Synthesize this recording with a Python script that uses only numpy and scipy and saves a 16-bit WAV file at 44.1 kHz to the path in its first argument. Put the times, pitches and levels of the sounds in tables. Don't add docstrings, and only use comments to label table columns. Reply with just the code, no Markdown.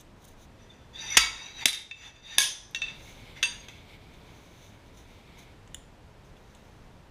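import sys
import numpy as np
from scipy import signal
from scipy.fft import rfft, irfft, next_fast_len
from scipy.io import wavfile
from scipy.ndimage import uniform_filter1d, map_coordinates

SR = 44100
rng = np.random.default_rng(int(sys.argv[2]) if len(sys.argv) > 2 else 0)


def master(y):
    cut = np.clip(np.atleast_2d(y).T, -1, 1)
    pcm = np.round(cut * 32767)
    wavfile.write(sys.argv[1], SR, pcm.astype(np.int16))


def ratio(d):
    e = np.asarray(d, float) / 20
    return 10 ** e


N = 313330


def colour(x, points, tilt_db=0.):
    hz, db = np.transpose(points)
    octave = np.log2(np.maximum(np.arange(513) * SR / 1024, 20))
    gain_db = np.interp(octave, np.log2(hz), db) + tilt_db * (octave - np.log2(3000))
    cepstrum = irfft(np.log(ratio(gain_db)))
    cepstrum[1:512] *= 2
    cepstrum[513:] = 0
    taps = irfft(np.exp(rfft(cepstrum)))
    return signal.fftconvolve(x, taps / np.sqrt(np.sum(taps ** 2)))[:len(x)]


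def shaped(points):
    hz, db = np.transpose(points)
    size = next_fast_len(N)
    bins = np.maximum(np.arange(size // 2 + 1) * SR / size, 1)
    gain = ratio(np.interp(np.log(bins), np.log(hz), db))
    x = irfft(rfft(rng.standard_normal(size)) * gain, size)[:N]
    return x / np.std(x)


def walk(rate):
    hold = int(SR / rate)
    steps = np.repeat(rng.standard_normal(N // hold + 1), hold)
    return 1.2 * uniform_filter1d(uniform_filter1d(steps, hold), hold)[:N]


def add(out, s, sound):
    i = max(int(s * SR), 0)
    out[i:i + len(sound)] += sound[:N - i]


def strokes(rows, size=1):
    rows = np.array(rows)
    t = np.arange(0, N, size) / SR
    speed = np.array([np.interp(t, np.sort(row[:3]), [0, 1, 0]) for row in rows])
    return speed, rows[:, 3:4]


def effort(rows, power):
    speed, db = strokes(rows, size=8)
    energy = np.sum((ratio(db) * speed ** power) ** 2, axis=0)
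    return np.repeat(np.sqrt(energy), 8)[:N]


def singing(hz, width, db):
    friction = rng.standard_normal(N) * ratio(3.8 * walk(40))
    mode = signal.lfilter(*signal.iirpeak(hz, hz / (.9 * width), SR), friction)
    mode = signal.lfilter(*signal.iirpeak(hz, hz / (5 * width), SR), mode)
    return ratio(db) * np.sqrt(width) * mode / np.std(mode) / 20


def bent(x, share):
    return map_coordinates(x, [np.arange(N) + np.cumsum(share)], order=1, mode="mirror")


def shop():
    # (frequency [Hz], level [dB per Hz])
    hum_spectrum = [(12, -31.5), (20, -1), (101, -3.5), (347, -13), (472, -14), (873, -18), (949, -16.5),
                    (1120, -21.5), (2390, -26), (2990, -28), (3840, -30.5), (4420, -32.5), (5850, -35.5),
                    (14300, -49), (16000, -67.5)]
    hum = ratio(-52 + .5 * walk(3.4)) * shaped(hum_spectrum)
    whine_db = -95.5 + 4.5 * walk(9)
    return hum + ratio(whine_db) * np.sin(2 * np.pi * 14200 * np.arange(N) / SR)


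def room(x):
    # (frequency [Hz], t60 [s])
    room_t60 = [(300, 1), (1000, 0.73), (2500, 0.38), (5000, 0.49), (9000, 0.33), (14000, .22)]
    t = np.arange(SR) / SR
    hz, t60 = np.transpose(room_t60)
    tail = 0
    for centre in 120 * 2 ** np.arange(0, 7.1, .5):
        band = signal.butter(2, [centre / 2 ** .25, centre * 2 ** .25], "bandpass", fs=SR, output="sos")
        fall = np.log(1000) / np.interp(np.log(centre), np.log(hz), t60)
        echoes = signal.sosfilt(band, rng.standard_normal(SR))
        tail = tail + min(centre / 1200, 1) * echoes * np.exp(-fall * t)
    tail *= 1 - np.exp(-t / 0.001)
    return signal.fftconvolve(x, tail / np.sqrt(np.sum(tail ** 2)))[:N]


def sleeves():
    # (start [s], fastest [s], stop [s], level when fastest [dB])
    sleeve_moves = [(-.02, .001, 0.027, -53), (.15, .28, 0.34, -63.5), (.36, .43, 0.47, -59),
                    (2.93, 3.055, 3.3, -57), (4.1, 4.14, 4.2, -68), (4.2, 4.37, 5, -65.5),
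                    (4.5, 4.63, 4.79, -62), (4.92, 4.98, 5.07, -59.5), (5.05, 5.3, 5.1, -68),
                    (5.37, 5.39, 5.46, -58), (4.84, 4.87, 4.9, -67.5), (5.72, 5.76, 5.8, -68),
                    (6.24, 6.25, 6.33, -67.5), (6.36, 6.378, 6.9, -71), (6.48, 6.5, 7.1, -70.5),
                    (6.54, 6.55, 6.6, -74)]
    crease_moves = [
        (.215, .235, 0.22, -64),
        (.25, .257, 0.24, -54),
        (.276, .286, 0.3, -56),
        (.3, .305, 0.35, -67),
        (.4, .42, 0.38, -76),
    ]
    drag_moves = [
        (2.88, 3.12, 5.1, -57),
        (3.7, 3.92, 3.96, -68.5),
        (4.0, 4.26, 4.4, -64),
        (4.93, 5.16, 5.37, -60.5),
        (5.22, 5.4, 5.57, -59.5),
    ]
    # (frequency [Hz], level [dB per Hz])
    cloth_spectrum = [(2240, -12.5), (3800, 9), (4640, -10), (6270, 9.5), (7740, -10), (10000, -4),
                      (14200, -11), (15500, -4)]
    stiff_spectrum = [(2000, -30), (3500, -2), (5000, -14), (6500, 2), (7800, -10), (9500, -4),
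                      (11500, -13), (14000, -5), (15500, -10)]
    grip_spectrum = [(1000, -46), (1700, -22), (2210, 2.5), (2660, -9), (3590, -4.5), (4380, -12),
                     (6030, -22.5), (15000, -29)]
    cloth = effort(sleeve_moves, .92) * ratio(1.0 * walk(98)) * shaped(cloth_spectrum)
    creases = effort(crease_moves, .6) * ratio(2.5 * walk(300)) * shaped(stiff_spectrum)
    drag = uniform_filter1d(effort(drag_moves, 0.72), size=3000)
    return cloth + creases + drag * ratio(2.0 * walk(43)) * shaped(grip_spectrum)


def ticks():
    # (time [s], peak [dB], centre [Hz], 6 kHz region [dB], 12 kHz region [dB])
    clicks = [(0.0094, -45, 2610, 1, -8), (0.2565, -54, 2280, 1.5, 3), (2.7097, -47, 3580, 0, 7),
              (3.0772, -43, 2290, -40, -36), (4.1391, -52.5, 2195, 0, -20), (4.9727, -50, 3450, 4, -20),
              (5.3885, -45, 2190, -3.5, -12), (5.675, -45, 2800, -4, -31.5), (6.2475, -59, 2590, -5, -22),
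              (6.3674, -48, 3360, -18.5, -22.5), (6.549, -44, 4000, -6, -21.5)]
    out, t = np.zeros(N), np.arange(1500) / SR
    for s, peak_db, hz, mid_db, top_db in clicks:
        points = [(hz / 3, -18), (hz / 1.4, -2), (hz, 0), (4800, mid_db - 18), (6800, mid_db),
                  (12000, top_db), (16000, top_db - 14)]
        click = colour(rng.standard_normal(len(t)) * np.exp(-t / 0.0034), points)
        add(out, s, ratio(peak_db - 9.5) * click / np.std(click[:100]))
    return out


def thumps():
    # (time [s], level [dB], frequency [Hz], t60 [s])
    knocks = [
        (1.172, -34.5, 51.67, 0.46),
        (1.658, -33, 150, 0.051),
        (1.658, -28, 260, 0.062),
        (1.659, -25, 640, .04),
        (2.384, -41, 400, 0.087),
    ]
    out, t = np.zeros(N), np.arange(SR) / SR
    for s, db, hz, t60 in knocks:
        add(out, s, ratio(db) * np.exp(-np.log(1000) * t / t60) * np.sin(2 * np.pi * hz * t))
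    return out


def slide():
    # (start [s], fastest [s], stop [s], level when fastest [dB], modes under 3 kHz [dB])
    stroke_rows = [(.58, .62, 0.69, -58, -1.5), (.67, .71, 0.92, -61, -2), (0.927, 1.03, 1.7, -38, -1.75),
                   (1.082, 1.155, 1.16, -31, -0.5), (1.3, 1.392, 1.47, -47, 1.1),
                   (1.41, 1.47, 1.54, -43.5, -3), (1.549, 1.628, 1.657, -37.5, 0.6),
                   (1.931, 2.07, 2.12, -41.5, 1.5), (2.13, 2.16, 2.23, -54, 2),
                   (2.217, 2.35, 2.41, -36.5, -2.5), (2.857, 2.9, 2.97, -50.5, 4),
                   (3.376, 3.428, 3.35, -53.5, 9)]
    # (frequency [Hz], width [Hz], level [dB])
    weight_modes = [(875, 97, -12.5), (1600, 60, -12), (1800, 60, -7), (2395, 60, -10.5), (2655, 90, -2),
                    (3300, 110, -13), (4738, 80, -7), (5240, 27, -25.5), (5950, 62, -7.5),
                    (6500, 180, -21.5), (6940, 82, -19), (8706, 90, -27), (9600, 80, -34.5),
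                    (10300, 90, -31.5), (11800, 110, -34.5), (13520, 100, -38.5)]
    # (frequency [Hz], level [dB per Hz])
    rub_spectrum = [(500, -13), (2000, 4.5), (4000, -4), (7000, -12.5), (8500, -19), (15000, -28)]
    # (time [s], lower mode [Hz], upper mode [Hz])
    place = [(.6, 2006, 3600), (.94, 1887, 3476), (1.0, 2146, 3750), (1.072, 1987, 3635),
             (1.13, 2199, 3623), (1.165, 1955, 3600), (1.4, 2250, 3730), (1.48, 2297, 3830),
             (1.556, 2170, 3872), (1.59, 1933, 3843), (1.625, 2168, 3600), (2.0, 2221, 3600),
             (2.039, 1895, 3560), (2.091, 2250, 3535), (2.25, 2001, 3616), (2.3, 2305, 3722),
             (2.371, 2109, 3600), (3.4, 2099, 3488)]
    groups = np.zeros((4, N))
    groups[0] = ratio(-8.5) * colour(rng.standard_normal(N) * ratio(1.5 * walk(120)), rub_spectrum)
    for hz, width, db in weight_modes:
        groups[np.searchsorted([3000, 5500, 6300], hz)] += singing(hz, width, db)
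    mid_drift, drift = .01 * walk(14), .01 * walk(14)
    for i, share in enumerate([drift, mid_drift, .4 * drift, 1.8 * drift]):
        groups[i] = bent(groups[i], share)
    s, *tracks = np.transpose(place)
    for group, hz, width, db in zip(groups[:2], tracks, (70, 80), (-2, 3.5)):
        share = np.interp(np.arange(N) / SR, s, hz / hz.mean() - 1)
        group += bent(singing(hz.mean(), width, db), share)
    groups *= ratio(np.array([[-1, 0, 6.5, 5]]).T) / np.std(groups.sum(axis=0))
    low_rows = [(*times, db + low_db) for *times, db, low_db in stroke_rows]
    return effort(stroke_rows, .92) * groups[1:].sum(axis=0) + effort(low_rows, .92) * groups[0]


def blows(events, modes, spectrum, tilt_db, spread_ms):
    out, t = np.zeros((2, N)), np.arange(SR // 2) / SR
    hz, db, t60 = np.transpose(modes)[:, :, None]
    decay = np.exp(-np.log(1000) * t / np.clip(t60, .02, .55))
    short = t[:2048]
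    for s, peak_db, chatter_ms, ring_db, room_db in events:
        push = np.exp(-short * 1000 / max(chatter_ms, .3)) * (1 - np.exp(-short / .0003))
        crack = colour(rng.standard_normal(2048) * push, spectrum, tilt_db)
        crack *= ratio(peak_db) / np.std(crack[:100])
        touch = np.repeat(rng.standard_normal((len(hz), 50)), len(t) // 50, axis=1)
        touch = uniform_filter1d(touch, size=441)
        fade = ratio(4.5 * touch * np.minimum(t / .04, 1)) * decay
        start = rng.standard_normal((len(hz), 1))
        ring = 0
        for near in range(3):
            split, size = rng.standard_normal((2, len(hz), 1))
            detune = near * split * 23.1 / 4000
            wave = np.sin(np.float32(2 * np.pi * hz * (1 + detune) * t + 9 * start))
            ring = ring + np.sum(ratio(db + 1.0 * size - 1.8 * near) * fade * wave, axis=0)
        ring *= 1 - np.exp(-t * 1000 / max(spread_ms, .1))
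        ring *= np.minimum(20 * (t[-1] - t), 1)
        clank = ratio(peak_db + ring_db) * ring / np.std(ring[:400])
        clank[:2048] += crack
        add(out[0], s, clank)
        add(out[1], s, ratio(room_db) * crack)
    return out


def snap():
    events = [
        (5.7451, -34, 0.65, -10, -17),
        (5.748, -47.5, .9, -10, -17),
    ]
    modes = [(2970, 0, .03), (3640, -7, 0.043), (6860, -1, 0.038), (6610, -21, .15), (9140, -12, .03)]
    contact = [(300, -37), (1000, -20), (2100, -8.5), (2900, -2), (3700, -2.5), (4600, -29), (6800, -3),
               (8000, -18), (9100, -9), (11000, -23), (16000, -26)]
    return blows(events, modes, contact, .1, .6)


def rattle():
    events = [
        (1.911, -32, 2.5, 2, -13),
        (2.818, -29, 1.5, 2.5, -4),
        (2.863, -44.5, 3.1, 3, 2),
        (2.882, -43, 2.2, 4, -5),
        (2.9, -50.5, 2.4, -5, -8),
    ]
    modes = [(1795, -14, .12), (2250, -14.5, .06), (2646, 0.5, .15), (2720, -12, .17), (3200, -22, 0.24),
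             (3600, -3.5, 0.19), (3990, -28.5, 0.305), (4730, -24, .2), (5900, -15.5, 0.056),
             (6700, -24, 0.096)]
    contact = [(180, -78), (300, -41.5), (2000, -19), (2650, -6.5), (3030, -27.5), (3640, -7),
               (4230, -33.5), (6100, -30), (14700, -65), (16000, -104)]
    return blows(events, modes, contact, 1.5, .6)


def tip_and_knocks():
    contact = [(120, -54), (450, -18), (900, -33), (1710, -9), (2020, -14.5), (2700, -8.5), (3690, -3),
               (4350, -22.5), (4600, -24.5), (6520, -12), (7410, -29.5), (11400, -33.5), (16000, -49)]
    knock = [
        (2.747, -25.5, 2.8, -6, -13.5),
        (2.76, -34, 1.9, -3, -18),
    ]
    knocked_modes = [(1848, -9, 0.094), (2220, -6, 0.05), (2704, 1, 0.11), (3435, -6, .11),
                     (3560, -6, 0.17), (4500, -14.5, 0.65), (5860, -8, 0.23), (5987, -10, 0.077),
                     (6970, -17, .1), (8920, -23, 0.22)]
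    nudge = [
        (3.684, -41.5, 3.8, -8, -6.5),
    ]
    nudged_modes = [(2050, -12, 0.31), (2213, -7, .05), (2620, -7, .25), (2700, -8, .09), (3470, -6, .46),
                    (6584, -29, 0.26)]
    tip = [
        (3.4275, -21, 1.3, -13.5, -9),
        (3.429, -19.5, 2.2, -8.5, -14),
        (3.433, -29.5, 1.9, -7, -18),
        (3.4355, -22, 1.3, -12.5, -11.5),
    ]
    tipped_modes = [(955, -15, 0.59), (1771, -17, 0.32), (2270, -14, 0.27), (2676, 9.5, .12),
                    (2848, -7, .4), (2988, -16, .3), (3590, -1, 0.36), (3550, -3, 0.22), (3780, -13, .4),
                    (3900, -10, .23), (4750, -3.5, 0.42), (5900, -12.5, .25), (6400, -1, 0.31),
                    (6460, -5, 0.46), (6800, -16, 0.5), (8530, -5.5, 0.3), (9100, -7.5, 0.32),
                    (11300, -22, .22)]
    knocks = blows(knock, knocked_modes, contact, .4, .8) + blows(nudge, nudged_modes, contact, 1.5, 1.5)
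    return knocks + blows(tip, tipped_modes, contact, .4, 2.5)


def fall_back():
    events = [
        (2.3828, -7, 1.8, -13.5, -6.5),
        (2.403, -20.5, 5.4, -11.5, -9.5),
        (2.418, -20, 1.3, -16.5, 7),
        (2.427, -30.5, 3.5, -9, 2),
    ]
    modes = [(1060, -9, 0.25), (1673, 8, 0.2), (2233, 0.5, 0.28), (2600, -16.5, 0.32), (2879, -36, 0.33),
             (3596, -37.5, 0.19), (3618, 2.5, 0.26), (4700, -1.5, .33), (4580, -1, 0.29),
             (5915, -20, 0.085), (5940, -18, 0.45), (6300, -2, 0.23), (6015, -4.5, 0.56), (6290, 1, 0.5),
             (6430, 4.5, 0.26), (7350, -24, 0.58), (8500, -8, 0.4), (9028, -7, 0.34), (9010, -11, 0.2),
             (10900, -5, .36), (12280, -21.5, 0.14), (12830, -16.5, 0.13), (13270, -9, 0.089),
             (14210, -31, 0.27)]
    contact = [(120, -56), (200, -13), (1250, -15), (1650, -8.5), (2250, -5), (3690, 3), (4270, -7.5),
               (6760, -0.5), (7680, -17.5), (9060, -2.5), (10900, -8), (12400, -19.5), (14600, -17),
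               (16000, -30)]
    return blows(events, modes, contact, .6, 3.4)


def pulls():
    contact = [(59, -56), (100, -22), (1200, -13), (1900, -3), (3540, -0.5), (4380, -10.5), (6290, -2),
               (7940, -13), (8830, -8), (10700, -13), (12400, -19.5), (15000, -21), (16000, -31.5)]
    first = [
        (1.169, -15, 0.84, -23.5, -8.5),
        (1.1705, -6.5, 3.7, -16.5, -12),
        (1.1755, -11, 4.1, -22, -17.5),
    ]
    seated_modes = [(1035, -13, 0.65), (1320, -5, 0.45), (1674, -9.5, .25), (1975, -3, .34),
                    (2240, 3, 0.46), (2560, 1.5, .3), (2673, -1.5, .3), (3130, -10.5, .3), (3434, 0, 0.32),
                    (3440, -3.5, 0.28), (3620, 2, .35), (3900, 1, .42), (3755, -3.5, .3), (4730, 3.5, .45),
                    (5370, -15.5, .3), (5680, -14, .35), (6094, -6, .26), (6643, -14.5, .4),
                    (6415, -10, 0.28), (7100, -15, .3), (8700, -3.5, .08), (8532, -16, .45),
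                    (9033, -12, .34), (10930, -10, .15)]
    second = [
        (1.6545, -32, 1.5, -20.5, -17.5),
        (1.6563, -3.0, 2.6, -18, -14.5),
        (1.682, -20.5, 4.1, -6, -20.5),
        (1.73, -26, 1.8, -10.5, -4),
        (1.746, -28.5, 2.3, -8.5, -8),
    ]
    tearing_modes = [(1250, -21.5, .3), (1650, -18.5, .26), (2270, -16.5, .45), (2646, -12, .3),
                     (2970, -17.5, 0.13), (3428, -4.5, .1), (3540, 3.5, 0.13), (3700, -5.5, 0.62),
                     (3980, -5, .33), (4000, -5.5, .3), (4630, -8.5, .2), (4720, -12.5, .4),
                     (6050, -18, .3), (6170, -9, .3), (6300, -10, .1), (8440, -12, .2), (8560, -18, 0.32),
                     (8995, -15, 0.18), (9550, -24.5, .3), (10590, -3.5, .2), (10870, -12, 0.37),
                     (11400, -21.5, .25), (12500, -21.5, .2), (14120, -30, .2)]
    return blows(first, seated_modes, contact, -.8, 3.4) + blows(second, tearing_modes, contact, .3, 3.4)


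def scene():
    direct, send = pulls() + fall_back() + tip_and_knocks() + rattle() + snap()
    small = ticks() + slide()
    walls = room(send + ratio(-18.5) * direct + ratio(-8) * small)
    return (direct + small + walls + thumps() + shop() + sleeves())[None]


def top_cut(x):
    return signal.sosfilt(signal.butter(12, 16650, fs=SR, output="sos"), x)


def record(dry):
    # (start [s], deepest [s], recovered [s], depth [dB])
    gain_moves = [
        (1.15, 1.4, 1.63, -2.5),
        (1.637, 1.641, 2.06, -6.5),
        (1.64, 1.9, 2.9, -5.5),
        (2.38, 2.55, 2.79, -4),
        (2.75, 3.1, 6.3, 1),
    ]
    share, db = strokes(gain_moves)
    x = np.clip(dry * ratio(np.sum(share * db, axis=0)), -.9, .9)
    low_pass = signal.cheby1(14, .5, 15350, fs=SR, output="sos")
    edge = signal.butter(4, [15900, 16600], "bandpass", fs=SR, output="sos")
    mix = signal.sosfilt(low_pass, x) + ratio(-12) * signal.sosfilt(edge, x * np.abs(x))
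    return top_cut(mix)


dry = scene()
out = record(dry)
master(out)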